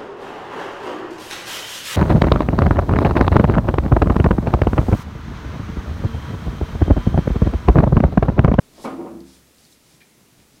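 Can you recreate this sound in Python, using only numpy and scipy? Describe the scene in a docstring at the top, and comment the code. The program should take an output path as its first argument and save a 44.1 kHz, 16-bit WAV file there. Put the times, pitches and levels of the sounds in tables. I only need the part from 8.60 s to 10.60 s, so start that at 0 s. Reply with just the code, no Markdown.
"""A small tiled bathroom, on one microphone near enough for small sounds to stand above their echo.
A hollow object is bumped: one dull thump, then softer knocks as it rocks and settles. Each contact
thuds and rings the object; the tiles echo and the room's lowest mode booms underneath.
Faint swishes of shaving, a few tiny ticks and one wet squish lie over room rumble and a steady hiss."""
import sys
import numpy as np
from scipy import signal
from scipy.fft import rfft, irfft, next_fast_len
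from scipy.io import wavfile
from scipy.ndimage import map_coordinates

SR = 44100
rng = np.random.default_rng(int(sys.argv[2]) if len(sys.argv) > 2 else 0)


def store_wav(level_fs):
    """Save 16-bit WAV to argv[1]."""
    pcm = np.round(np.clip(np.atleast_2d(level_fs), -1, 1) * 32767)
    wavfile.write(sys.argv[1], SR, pcm.T.astype(np.int16))


N = 88200
SHOT = 32768  # samples that one contact takes to die away


def amp(db):
    """Decibels to gain."""
    return 10 ** (np.asarray(db) / 20)


def unit(x):
    """Scaled to rms 1."""
    return x / np.sqrt(np.mean(x ** 2) + 1e-20)


def along(points, hz):
    """Interpolate (frequency, value) points on a log frequency axis."""
    freqs, values = np.transpose(points)
    return np.interp(np.log(hz + 1), np.log(freqs + 1), values)


def noise(spectrum, size=N):
    """Coloured noise of rms 1, size samples long."""
    colour = amp(along(spectrum, np.fft.rfftfreq(size, 1 / SR)))
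    return unit(irfft(rfft(rng.standard_normal(size)) * colour, size))


def fade(t, t60):
    """Exponential decay, 60 dB down at t60."""
    return np.exp(-np.log(1000) * t / t60)


def swell(peak_s, rise_s, fall_s):
    """A bell-shaped envelope with its own width on each side."""
    t = np.arange(N) / SR - peak_s
    return np.exp(-.5 * (t / np.where(t < 0, rise_s, fall_s)) ** 2)


def add(out, start_s, x):
    """Mix x into out from start_s on."""
    i = max(0, round(start_s * SR))
    out[i:i + len(x)] += x[:N - i]


def room_tone():
    """Rumble and hiss that drift slightly in level, with a thin electrical whine."""
    # spectrum of the quiet room: (frequency [Hz], relative level [dB])
    tone_spectrum = [(25, -16), (45, -20), (70, -8.5), (120, -1.5), (200, -2), (290, -3), (430, -7),
                     (680, -13), (1500, -16), (2300, -15), (3000, -17), (6000, -17.5), (10000, -19),
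                     (15500, -24)]
    tone_db, drift_db, whine_hz, whine_db = -55.5, -0.32, 14994, -82
    t = np.arange(N) / SR
    drift = map_coordinates(rng.standard_normal(64), [t * 6])  # six random values a second
    whine = amp(whine_db) * unit(np.sin(2 * np.pi * whine_hz * t))
    return amp(tone_db + drift_db * drift) * noise(tone_spectrum) + whine


def tile_decay(x):
    """Sound dies away between the tiles, the treble soonest."""
    # reverberation time of the room: (frequency [Hz], t60 [s])
    room_t60 = [(100, .55), (300, 0.6), (1000, 0.48), (2500, 0.57), (5000, 0.26), (12000, .3)]
    hz, t, spectra = signal.stft(x, SR, nperseg=256)
    decay = fade(t, along(room_t60, hz)[:, None])
    return signal.istft(spectra * decay, SR, nperseg=256)[1][:len(x)]


def room_boom():
    """The room's lowest mode swells after the thump and lingers."""
    # envelope of the mode at the microphone: (time [s], level [dB])
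    boom_levels = [(.16, -92), (.3, -68.5), (.36, -54), (.47, -61.5), (.58, -52), (.72, -60), (.9, -65.5),
                   (1.3, -71), (2, -85.5)]
    mode_hz = 65.6
    t = np.arange(N) / SR
    envelope = amp(np.interp(t, *np.transpose(boom_levels)))
    return envelope * unit(np.sin(2 * np.pi * mode_hz * t))


def wet_ticks():
    """Tiny bursts of noise, each in one broad resonance."""
    # wet ticks: (time [s], level [dB], pitch [Hz])
    tick_events = [(.253, -40.5, 4140), (.6045, -48.5, 4450), (0.983, -53, 4800), (1.05, -47, 4560),
                   (1.125, -52, 4020), (1.404, -52, 2450), (1.418, -50, 2390), (1.8, -53, 2300)]
    out, t = np.zeros(N), np.arange(SHOT) / SR
    for start_s, db, pitch_hz in tick_events:
        resonance = signal.iirpeak(pitch_hz, Q=7, fs=SR)
        band = signal.lfilter(*resonance, rng.standard_normal(SHOT))
        add(out, start_s, amp(db) * unit(band) * fade(t, t60=.025))
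    return out


def wet_squish():
    """One short swell of noise with two narrow resonances."""
    # spectrum of the squish: (frequency [Hz], relative level [dB])
    squish_spectrum = [(800, -38), (1500, -12), (1900, -5), (2150, -19), (2350, 3.5), (2550, -13.5),
                       (3500, -15), (7000, -33)]
    return amp(-51.5) * swell(peak_s=1.418, rise_s=0.0085, fall_s=0.011) * noise(squish_spectrum)


def shaving_swishes():
    """Soft strokes of friction on skin and foam, some brighter than others."""
    # strokes: (peak time [s], rise [s], fall [s], level [dB], tilt [dB per octave])
    strokes = [(.05, 0.12, 0.046, -57, -1), (.2, 0.053, 0.11, -49, -.5), (0.242, 0.029, 0.019, -48.5, 6),
               (.69, 0.03, 0.048, -55, 2), (.748, 0.028, 0.035, -56, 4), (1.046, 0.062, 0.036, -57, 3),
               (1.125, 0.019, 0.023, -57, 7), (1.325, 0.075, 0.043, -57.5, 1.5),
               (1.8, 0.03, 0.037, -56.5, -1.5), (1.97, 0.065, .08, -60, 0.5)]
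    # friction spectrum before each stroke's tilt: (frequency [Hz], relative level [dB])
    friction_spectrum = [(300, 9), (1500, -6.5), (3000, -4), (4800, -1), (7000, -7.5), (10000, -11),
                         (15000, -27.5)]
    out = np.zeros(N)
    for peak_s, rise_s, fall_s, db, tilt in strokes:
        tilted = [(hz, level + tilt * np.log2(hz)) for hz, level in friction_spectrum]
        out += amp(db) * swell(peak_s, rise_s, fall_s) * noise(tilted)
    return out


def object_knocks():
    """Each contact thuds, rings the object and echoes off the tiles, in a band set by how it lands."""
    # contacts: (time [s], gain [dB], low edge [Hz], high edge [Hz], gain of the ringing [dB])
    contacts = [(.178, -42.5, 171, 750, -6), (0.193, -39, 420, 745, -6), (0.2409, -28, 253, 1570, -10),
                (0.2462, -26, 303, 1640, -13), (0.2534, -26.5, 198, 1890, -1.5),
                (.273, -30, 500, 1480, -1.5), (0.304, -37.5, 118, 670, -1), (0.328, -32, 110, 620, -2),
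                (.378, -34.5, 186, 416, -3), (.39, -29, 323, 417, 5.5), (.405, -32, 335, 930, -6.5),
                (.444, -31, 160, 386, 1.5), (0.459, -30.5, 314, 1050, -9), (.505, -37.5, 169, 257, 6.5),
                (.52, -42.5, 180, 246, 7), (.544, -39, 220, 247, 8.5), (.586, -40.5, 247, 253, 6.5),
                (.62, -49.5, 262, 284, 1.5), (0.65, -49.5, 260, 280, -1)]
    # modes of the hollow object: (frequency [Hz], relative level [dB], t60 [s])
    body_modes = [(119.2, -9.5, 0.29), (162.8, -16, 0.59), (190, -5.5, .42), (230.3, 8, 0.115),
                  (265.7, -3, 0.47), (321.8, -2, 0.36), (338.4, 0.5, 0.37), (457.4, -13, 0.4),
                  (558, -4, 0.08), (606.5, -10.5, 0.29), (757, -4.5, 0.17), (944, -9, 0.24),
                  (1058, -8.5, 0.36), (1064, -13.5, 0.15), (1225, -11.5, 0.31), (1412, -17, .3),
                  (2257, -11.5, 0.21)]
    # spectrum of the thud and its echo: (frequency [Hz], relative level [dB])
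    thud_spectrum = [(40, -31), (110, -6), (160, 4), (220, -6), (320, -1.5), (400, 1), (520, 2.5),
                     (900, -2), (1300, -2), (1550, -12), (3000, -12), (6000, -12.5), (14000, -12.5)]
    ring_attack_s, echo_build_s, scatter_db = 0.00093, 0.007, 2.5
    contact_cycles = 0.89  # build-up time, in cycles of the high edge
    out, t = np.zeros(N), np.arange(SHOT) / SR
    modes = np.array([amp(db) * fade(t, t60) * np.sin(2 * np.pi * hz * t) for hz, db, t60 in body_modes])
    modes *= 1 - np.exp(-t / ring_attack_s)
    thud_envelope = amp(2) * fade(t, t60=0.089)
    echo_envelope = amp(-3) * (1 - np.exp(-t / echo_build_s))
    for start_s, db, low_hz, high_hz, ring_db in contacts:
        ring = amp(ring_db + scatter_db * rng.standard_normal(len(body_modes))) @ modes
        thud = thud_envelope * noise(thud_spectrum, size=SHOT)
        echo = echo_envelope * tile_decay(noise(thud_spectrum, size=SHOT))
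        # a softer contact has a lower high edge: it builds more slowly and sounds duller
        press = 1 - np.exp(-t * high_hz / contact_cycles)
        dulled = signal.lfilter(*signal.butter(2, high_hz, fs=SR), press * (ring + thud + echo))
        knock = signal.lfilter(*signal.butter(2, low_hz, 'high', fs=SR), dulled)
        add(out, start_s, amp(db) * knock)
    return out


def scene():
    """Everything at one microphone; the small sounds get a little echo too."""
    small_sounds = wet_squish() + shaving_swishes() + wet_ticks()
    tail = tile_decay(rng.standard_normal(SHOT))
    small_echo = amp(-8) * signal.fftconvolve(small_sounds, tail / np.linalg.norm(tail))[:N]
    return (object_knocks() + room_boom() + small_sounds + small_echo + room_tone())[None]


def record(dry):
    """The mono microphone channel passes nothing above its band limit."""
    top_hz = 15850
    size = next_fast_len(N + SR // 2)
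    passband = np.fft.rfftfreq(size, 1 / SR) < top_hz
    return irfft(rfft(dry[0], size) * passband, size)[None, :N]


dry = scene()
out = record(dry)
store_wav(out)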